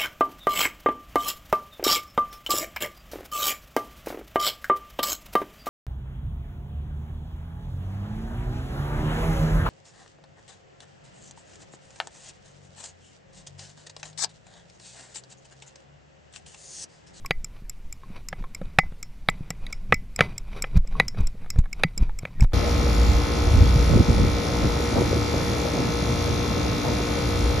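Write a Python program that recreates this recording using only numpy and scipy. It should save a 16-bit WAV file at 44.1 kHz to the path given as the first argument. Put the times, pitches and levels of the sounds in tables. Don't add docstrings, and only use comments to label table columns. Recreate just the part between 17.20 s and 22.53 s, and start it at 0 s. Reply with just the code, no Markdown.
import sys
import numpy as np
from scipy import signal
from scipy.io import wavfile
from scipy.ndimage import uniform_filter1d

SR = 44100
rng = np.random.default_rng(int(sys.argv[2]) if len(sys.argv) > 2 else 0)


def boost(x):
    u = np.asarray(x, float) / 20
    return 10 ** u


def master(y):
    cut = np.clip(np.atleast_2d(y).T, -1, 1)
    pcm = np.round(cut * 32767)
    wavfile.write(sys.argv[1], SR, pcm.astype(np.int16))


N = 235208


def rms_one(x):
    return x / np.sqrt(np.mean(x ** 2) + 1e-20)


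def low_pass(x, hz, order=2):
    return signal.sosfilt(signal.butter(order, hz, fs=SR, output="sos"), x)


def drift(rate_hz):
    r = np.exp(-80 * np.pi * rate_hz / SR)
    white = rng.standard_normal(N // 40 + 2002)
    slow = signal.lfilter([1], [1, -2 * r, r * r], white)[2000:]
    return np.interp(np.arange(N) / 40, np.arange(len(slow)), rms_one(slow))


def coloured(spectrum, patchy_db):
    hz, level_db = np.transpose(spectrum)
    white, out = rng.standard_normal((2, N)), np.zeros(N)
    octaves = np.log2(min(hz[-1], .45 * SR) / hz[0])
    edges = hz[0] * 2 ** np.arange(0, octaves, 1 / 3)
    for k, (low, high) in enumerate(zip(edges, edges[1:])):
        band_filter = signal.butter(2, [low, high], "band", fs=SR, output="sos")
        band = signal.sosfilt(band_filter, white[k % 2])
        band_db = np.interp(np.log(low * high) / 2, np.log(hz), level_db)
        out += band * boost(band_db + patchy_db * drift(17))
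    return rms_one(out)


def evened(x, window_s):
    power = uniform_filter1d(x ** 2, int(window_s * SR))
    return rms_one(x / np.sqrt(power + .1 * np.mean(x ** 2)))


def swells(times, level_db, rise_s, fall_s):
    out, t = np.zeros(N), np.arange(N) / SR
    for s, db, rise, fall in np.broadcast(times, level_db, rise_s, fall_s):
        distance = np.where(t < s, (s - t) / max(rise, .005), (t - s) / max(fall, .005))
        out += boost(db - 20 * distance)
    return out


def ring(clicks, hz, t60):
    r, w = boost(-60 / (max(t60, .002) * SR)), 2 * np.pi * hz / SR
    return signal.lfilter([0, np.sin(w)], [1, -2 * r * np.cos(w), r * r], clicks + 1e-18)


def chatter(times, length_ms, count=5):
    draw = rng.random((len(times), 2, count))
    lag = draw[:, 0] * (np.arange(count) > 0)
    at = (times[:, None] + lag * length_ms / 1000) * SR
    sign = np.where(lag > 0, np.sign(draw[:, 1] - .5), 1)
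    size = boost(-8 * lag - 5 * (lag > 0)) * sign
    return np.minimum(at.astype(int), N - 1), size


def first(blows):
    return blows[0][:, :1], blows[1][:, :1]


def struck(modes, blows, level_db, soft=False):
    out, (at, size) = np.zeros(N), blows
    for k, (hz, db, t60) in enumerate(modes):
        clicks = np.zeros(N)
        weaker_db = 4 * rng.random(size.shape)
        np.add.at(clicks, at, size * boost(db + level_db[:, None] - weaker_db))
        mode = ring(clicks, hz, t60)
        if soft:
            mode = ring(mode, hz, t60) * 2 * np.e * np.log(1000) / (t60 * SR)
        out += mode * (-1) ** k
    return out


def crack(times, level_db, length_ms, spectrum):
    shape, t = np.zeros(N + SR), np.arange(SR // 20) / SR
    burst = np.exp(-1400 * t / length_ms) * (1 - np.exp(-t / 0.0001))
    for s, db in zip(times, level_db):
        shape[round(s * SR):][:len(t)] += boost(db) * burst
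    return shape[:N] * coloured(spectrum, patchy_db=1.5)


def dull(events, rise_hz):
    out = np.zeros(N)
    for s, db, hz, t60 in np.array(events)[:, :4]:
        contact = chatter(np.array([s]), 3.0, count=1)
        out += struck([(hz, db, t60)], contact, np.zeros(1))
    return low_pass(out, rise_hz)


# time_s, level_db
GAIT = [(0.0, -46.5), (0.8, -45), (1.5, -48.5), (1.77, -46.5), (2.52, -42), (3.38, -41), (3.58, -40),
        (4.9, -41.5), (5.02, -45.5), (5.33, -46)]


def gait():
    s, level_db = np.transpose(GAIT)
    return np.interp(np.arange(N) / SR, s, level_db)


# low_hz, high_hz
RUMBLE_BAND = (3.73, 25.5)
# peak_s, level_db
HEAVES = [(0.18, -25), (0.68, -36), (1.21, -28), (1.45, -24), (1.661, -28.5), (2.08, -27.5), (2.441, -30),
          (2.781, -33.5), (3.59, -9), (3.738, -22), (4.03, -14.5), (4.412, -11), (4.578, -24.5),
          (4.841, -15.5), (4.959, -25.5), (5.25, -12)]


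def rumble(gait_db):
    band = signal.butter(1, RUMBLE_BAND, "band", fs=SR, output="sos")
    low = low_pass(signal.sosfilt(band, rng.standard_normal(N + SR)), 34)[SR:]
    level = boost(gait_db + 7) + swells(*np.transpose(HEAVES), rise_s=0.055, fall_s=0.055)
    return level * evened(low, window_s=0.93)


# peak_s, rubbing_db, shaking_db, rise_s, fall_s
STRAINS = [(0.04, -86, -49.5, 0.019, 0.045), (0.389, -60, -60, 0.15, 0.011),
           (0.96, -47.5, -47.5, 0.084, 0.056), (1.2, -59, -46, 0.11, 0.067), (1.44, -57, -47, 0.18, 0.22),
           (1.65, -57, -39.5, .03, 0.05), (2.11, -55.5, -49.5, 0.065, 0.35),
           (2.449, -52.5, -52.5, 0.12, 0.17), (2.701, -61, -36, 0.033, 0.083),
           (3.011, -36.5, -31, 0.029, 0.13), (3.37, -46, -48, .12, 0.14), (3.569, -36, -25.5, 0.029, 0.02),
           (3.8, -43, -32.5, 0.11, 0.083), (3.989, -42.5, -29.5, 0.044, 0.076),
           (4.22, -56.5, -47, 0.034, 0.083), (4.389, -43.5, -24.5, 0.033, 0.041),
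           (4.601, -52, -52, 0.1, 0.2), (4.81, -43.5, -29, .04, 0.071), (5.031, -56.5, -47, 0.064, 0.22),
           (5.23, -45, -25.5, 0.047, 0.032)]


def strains():
    s, rub_db, shake_db, rise, fall = np.transpose(STRAINS)
    return swells(s, rub_db, rise, fall), swells(s, shake_db, rise, fall)


# frequency_hz, density_db (per Hz)
SHAKE = [(50, -14), (80, 8), (130, 3), (200, 0), (300, -26.5), (500, -9)]


def shaking(gait_db, strain):
    noise = evened(coloured(SHAKE, patchy_db=2.5), window_s=0.012)
    return boost(2.0 * drift(16)) * noise * (boost(gait_db - 9) + strain)


# frequency_hz, density_db (per Hz)
RUB = [(150, -31), (260, -3), (484, -2), (873, -7), (1360, -4), (1740, -29.5), (1980, -13), (2370, -6),
       (2930, -9.5), (3940, -20), (4410, -13), (7210, -30.5), (13000, -25.5)]
# frequency_hz, width_hz, level_db
RUB_RINGS = [(1100, 200, -8), (2480, 250, -4), (3950, 200, -12), (4800, 200, -19), (6000, 300, -20),
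             (10600, 500, -27)]


def rubbing(gait_db, strain):
    slips_per_s, slip_spread_db, slip_decay_s = 700, 3.5, 0.00084
    sizes = boost(slip_spread_db * np.minimum(rng.exponential(1, N), 4))
    slips = (rng.random(N) < slips_per_s / SR) * sizes
    slipping = rms_one(signal.lfilter([1], [1, -np.exp(-1 / (slip_decay_s * SR))], slips))
    friction = coloured(RUB, patchy_db=1.0) * (1 + boost(-6) * slipping)
    rings = sum(boost(db) * rms_one(ring(friction, hz, 2.0 / width)) for hz, width, db in RUB_RINGS)
    rub = rms_one(rms_one(friction) + rings) * boost(3 * drift(40))
    steady_db = -72 + 0.95 * (gait_db - gait_db.mean())
    return rub * (boost(steady_db) + strain)


# frequency_hz, density_db (per Hz)
SELF_NOISE = [(150, -18.5), (260, -0.5), (1620, -13), (2440, -9.5), (2950, -17), (3960, -17), (12400, -27),
              (14900, -26.5), (16000, -53)]


def self_noise():
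    return boost(-61) * coloured(SELF_NOISE, patchy_db=1.46)


# start_s, level_db, pitch_hz, t60_s, edge_db (relative to level)
TAPS = [(0.048, -31, 1094, 0.062, -1.5), (0.834, -39, 1075, 0.061, -3), (1.224, -52.5, 500, .01, 10),
        (1.24, -32.5, 1070, 0.061, 1), (1.415, -27, 530, 0.03, -6), (1.635, -33, 780, 0.028, -9),
        (1.722, -44, 447, 0.017, 3), (3.362, -34, 423, 0.022, 0), (3.544, -32.5, 405, 0.026, -27),
        (3.649, -36, 505, 0.021, -8), (3.753, -29, 1096, 0.064, -13), (3.946, -36, 474, 0.031, -3.5),
        (3.973, -46, 473, 0.02, 11.5), (4.153, -34.5, 463, 0.013, -29), (4.244, -56, 504, .01, 14),
        (4.261, -51, 500, 0.0092, 15), (4.275, -61, 500, .01, 10), (4.333, -60, 500, .01, 12),
        (4.359, -40.5, 472, 0.091, 4), (4.397, -50, 500, .01, 17), (4.44, -55, 497, 0.011, 20),
        (4.457, -36, 1700, 0.03, 5), (4.894, -30.5, 857, 0.029, -4.5), (5.033, -25, 473, 0.0068, -27),
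        (5.198, -37.5, 411, 0.085, 6), (5.244, -38.5, 420, 0.011, 18.5), (5.321, -30, 850, 0.021, -3)]
# frequency_hz, level_db, t60_s
BODY = [(497.6, 3.7, 0.019), (778, 3.8, 0.021), (1137, 4.2, 0.014), (1295, 5, 0.018), (1745, 7.9, 0.0086)]
BODY_LID = [(1966, -2, 0.018), (2207, 1.5, 0.013), (2429, -4.5, 0.011), (2720, -0.5, 0.0026)]
BODY_HIGH = [(3910, -5, 0.009), (3380, -7, 0.0067), (4694, -22.5, 0.033), (6470, -21, 0.013),
             (10730, -8, 0.0033)]


def taps():
    s, db, _, _, edge_db = np.transpose(TAPS)
    edge = struck(BODY + BODY_LID + BODY_HIGH, chatter(s, 6.0), db + edge_db - 11)
    return dull(TAPS, rise_hz=2500) + edge


# start_s, level_db, upper_db, low_db (rings, relative to level)
TICKS = [(0.06, -29, 4, -11.5), (0.2444, -26.5, 2, -19.5), (0.4957, -31.5, 10.5, -17.5),
         (0.7254, -32, 5.5, -19.5), (1.0858, -24, 1, -21), (1.3475, -30, 2, -14.5), (1.5874, -22.5, 1, -22),
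         (1.8279, -25, -2.5, -18), (2.098, -35, 6.5, -19), (2.3039, -23.5, 0, -22),
         (2.5263, -23.5, -4, -12), (2.7423, -25, -0.5, -10.5), (2.961, -29.5, 5.5, -17.5),
         (3.1797, -25.5, 0.5, -20), (3.422, -19, 1.5, -20), (3.6738, -37, -4, -21),
         (3.8815, -19.5, -6.5, -22), (4.0704, -27.5, 1, -21), (4.3026, -22.5, 2.5, -17),
         (4.5287, -27.5, 1.5, -6.5), (4.777, -24, 1, -23.5), (4.9881, -31.5, 6.5, -11.5),
         (5.2066, -27, -0.5, -8.5)]
CLIP = [(5084, 1.5, 0.011), (5466, 9, 0.0052), (3360, -13.5, 0.0085), (4046, -10.5, 0.0065),
        (6270, -25.5, 0.0055), (9920, -19.5, 0.0084)]
CLIP_UPPER = [(7170, 3.4, 0.0048), (7535, 3.6, 0.01), (7792, 6.5, 0.0057)]
CLIP_HIGH = [(12170, 11.5, 0.0029), (13000, -3.5, 0.007), (13360, -7, 0.0081), (10550, -0.5, 0.0017)]
CLIP_LOW = [(2190, -1, 0.012), (2330, -3, 0.012), (2584, -9, 0.008), (1300, -12, 0.012)]
SNAP = [(900, -2.5), (2300, 2.5), (3200, -21), (6000, 8), (8200, -2.5), (9000, -20), (12500, -6),
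        (16000, -30)]
# frequency_hz, knock_db, tick_db, t60_s
METAL = [(2030, -7, -19, .12), (2255, -16, -30, .13), (3700, -43, -50, .12), (4877, -44, -27, .14),
         (5295, -40, -13, .088), (5448, -56, -25, .22), (5715, -62, -35, .15), (6550, -38, -27, .09),
         (6760, -62, -33, .15), (7461, -58, -34, .16)]


def ticks():
    chatter_ms = 3.65
    s, db, upper_db, low_db = np.transpose(TICKS)
    high_db = -26.5 + 1.2 * upper_db
    blows = chatter(s, chatter_ms, count=7)
    out = struck(CLIP, blows, db - 12.5, soft=True)
    out += struck(CLIP_UPPER, blows, db + upper_db - 13.5, soft=True)
    out += struck(CLIP_HIGH, blows, db + high_db, soft=True)
    out += struck(CLIP_LOW, blows, db + low_db + 5.5, soft=True)
    out += crack(s, db - 10.5, chatter_ms, SNAP)
    metal = [(hz, tick_db, t60) for hz, _, tick_db, t60 in METAL]
    uneven_db = 3 * rng.standard_normal(len(s))
    return out + struck(metal, first(blows), db - 9.5 - .3 * upper_db + uneven_db)


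# start_s, level_db, treble_db, bass_db, lid_db (relative to level)
KNOCKS = [(0.108, -15.5, -6, -10, -4.5), (1.128, -24.5, -32, -8, -14), (1.5865, -4.5, -15.5, -10, -6.5),
          (2.0866, -10.5, -7, -12.5, -8.5), (2.305, -28.5, -12, -0.5, -9), (2.466, -46.5, 12, -17, 2.5),
          (2.7236, -6, -27, -10.5, -8.5), (2.9908, -18, -10, -18, -6), (3.007, -4, -15.5, -10.5, -7.5),
          (3.441, -23, -38, -14, -10.5), (3.799, -10, -6, -8.5, -4), (4.6353, -11.5, -3.5, -17.5, -2.5),
          (5.052, -27.5, -12, -2, -7)]
# frequency_hz, level_db, t60_s
BODY_LOW = [(165, 5, 0.039), (112, -19, 0.058)]
# frequency_hz, density_db (per Hz)
CLACK = [(330, -5), (500, 7), (1000, -17.5), (2500, 1.5), (3000, -5), (5000, -29.5), (8000, -35.5),
         (9000, -45.5), (15000, -32)]


def knocks():
    chatter_ms = 4.5
    s, db, high_db, low_db, lid_db = np.transpose(KNOCKS)
    blows = chatter(s, chatter_ms)
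    out = struck(BODY, blows, db - 7.0)
    out += struck(BODY_LID, blows, db + lid_db + 0.5, soft=True)
    out += struck(BODY_HIGH, blows, db + high_db + 9)
    out += struck(BODY_LOW, first(blows), db + low_db + 2)
    out += crack(s, db - 5, chatter_ms, CLACK)
    metal = [(hz, knock_db, t60) for hz, knock_db, _, t60 in METAL]
    glancing_db = .6 * np.maximum(high_db, -17)
    out += struck(metal, first(blows), db + lid_db - 8 - glancing_db)
    return low_pass(out, 9000)


# start_s, level_db, pitch_hz, t60_s
BUMPS = [(0.239, -29.5, 130, 0.023), (0.421, -26.5, 161, 0.027), (0.902, -26, 194, 0.048),
         (1.413, -24, 178, 0.071), (1.721, -27.5, 140, 0.036), (2.207, -21, 160, 0.046),
         (2.738, -9, 186, 0.014), (3.361, -33, 140, 0.04), (3.557, -12.5, 156.5, 0.12),
         (3.999, -41, 165, 0.12), (4.144, -32.5, 194, 0.045), (4.385, -17.5, 120, 0.14),
         (4.648, -9.5, 164.5, 0.065), (4.775, -17, 151, 0.0066), (5.031, -27, 132, 0.096)]


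def bumps():
    return dull(BUMPS, rise_hz=500)


# peak_s, level_db, width_ms, direction (+1 or -1)
JOLTS = [(1.212, -19, 23, 1), (3.566, -3.5, 9.3, 1), (3.574, 1, 2.32, -1), (4.008, -9.5, 2.75, -1),
         (4.033, -17, 13, 1), (4.363, -12.5, 3.1, 1), (4.39, 2.5, 2.28, 1), (4.414, -8.5, 3.9, -1),
         (4.818, -4, 5.8, 1), (4.827, -9, 1.46, -1), (5.221, 3, 8.4, -1), (5.224, 5.5, 1.96, 1),
         (5.237, 1, 2.64, -1), (5.245, -4.5, 2.36, -1)]
# frequency_hz, density_db (per Hz)
CRACKLE = [(500, 2.5), (2000, -11.5), (6000, -11.5), (12000, -22.5), (16000, -26)]


def jolts():
    swing_hz, swing_q = 20.5, 1.67
    push, out, t = np.zeros(N), np.zeros(N), np.arange(N) / SR
    crackle = coloured(CRACKLE, patchy_db=4.0) * boost(4.0 * drift(150))
    for s, db, ms, direction in JOLTS:
        push += boost(db) * np.sign(direction) / np.cosh(1500 * (t - s).clip(-.2, .2) / ms)
        crackle_db = db - 20.5 - 6.5 * ms
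        out += boost(crackle_db) * crackle * np.exp(-.5 * ((t - s) / 0.0026) ** 2)
    w = 2 * np.pi * swing_hz
    leak = signal.bilinear([1, 0, 0], [1, w / swing_q, w * w], SR)
    return out + signal.lfilter(*leak, push)


# peak_s, level_db, pitch_hz, rise_s, fall_s
SQUEAK = (5.19, -56, 1900, .06, .02)


def squeak():
    s, db, hz, rise, fall = SQUEAK
    return swells([s], db, rise, fall) * rms_one(ring(rng.standard_normal(N), hz, .08))


def scene():
    gait_db = gait()
    rub_strain, shake_strain = strains()
    steady = rumble(gait_db) + shaking(gait_db, shake_strain)
    steady += rubbing(gait_db, rub_strain) + self_noise()
    contacts = taps() + ticks() + knocks() + bumps()
    return np.tile(steady + contacts + jolts() + squeak(), (2, 1))


def gain_control(x):
    limit_db, share, recover_db_per_s, smoothing_s = -16.5, 0.6, 41.4, 0.0069
    mean_db = 20 * np.log10(uniform_filter1d(np.abs(x), SR // 50) + 1e-9)
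    cut_db = share * np.maximum(mean_db - limit_db, 0)
    ramp = recover_db_per_s * np.arange(N) / SR
    held = np.maximum.accumulate(cut_db + ramp) - ramp
    r = np.exp(-1 / (smoothing_s * SR))
    return boost(-signal.lfilter([1 - r], [1, -r], held))


def weak_side(x):
    steady = boost(-77) * rng.standard_normal(N)
    fluctuation = boost(-24.98) * np.clip(drift(60), -2, 2)
    return steady + fluctuation * signal.lfilter([1, -.78], [1], x)


def band_limit(x):
    return signal.sosfilt(signal.butter(12, 16510, fs=SR, output="sos"), x)


def record(dry):
    ducked = dry * gain_control(dry[0])
    rounded = np.clip(1.4 * np.tanh(ducked / 1.4), -.9, .9)
    sound = low_pass(rounded, 15600, order=6)
    mix = sound + weak_side(sound[0]) * [[1], [-1]]
    return band_limit(mix)


dry = scene()
out = record(dry)
master(out)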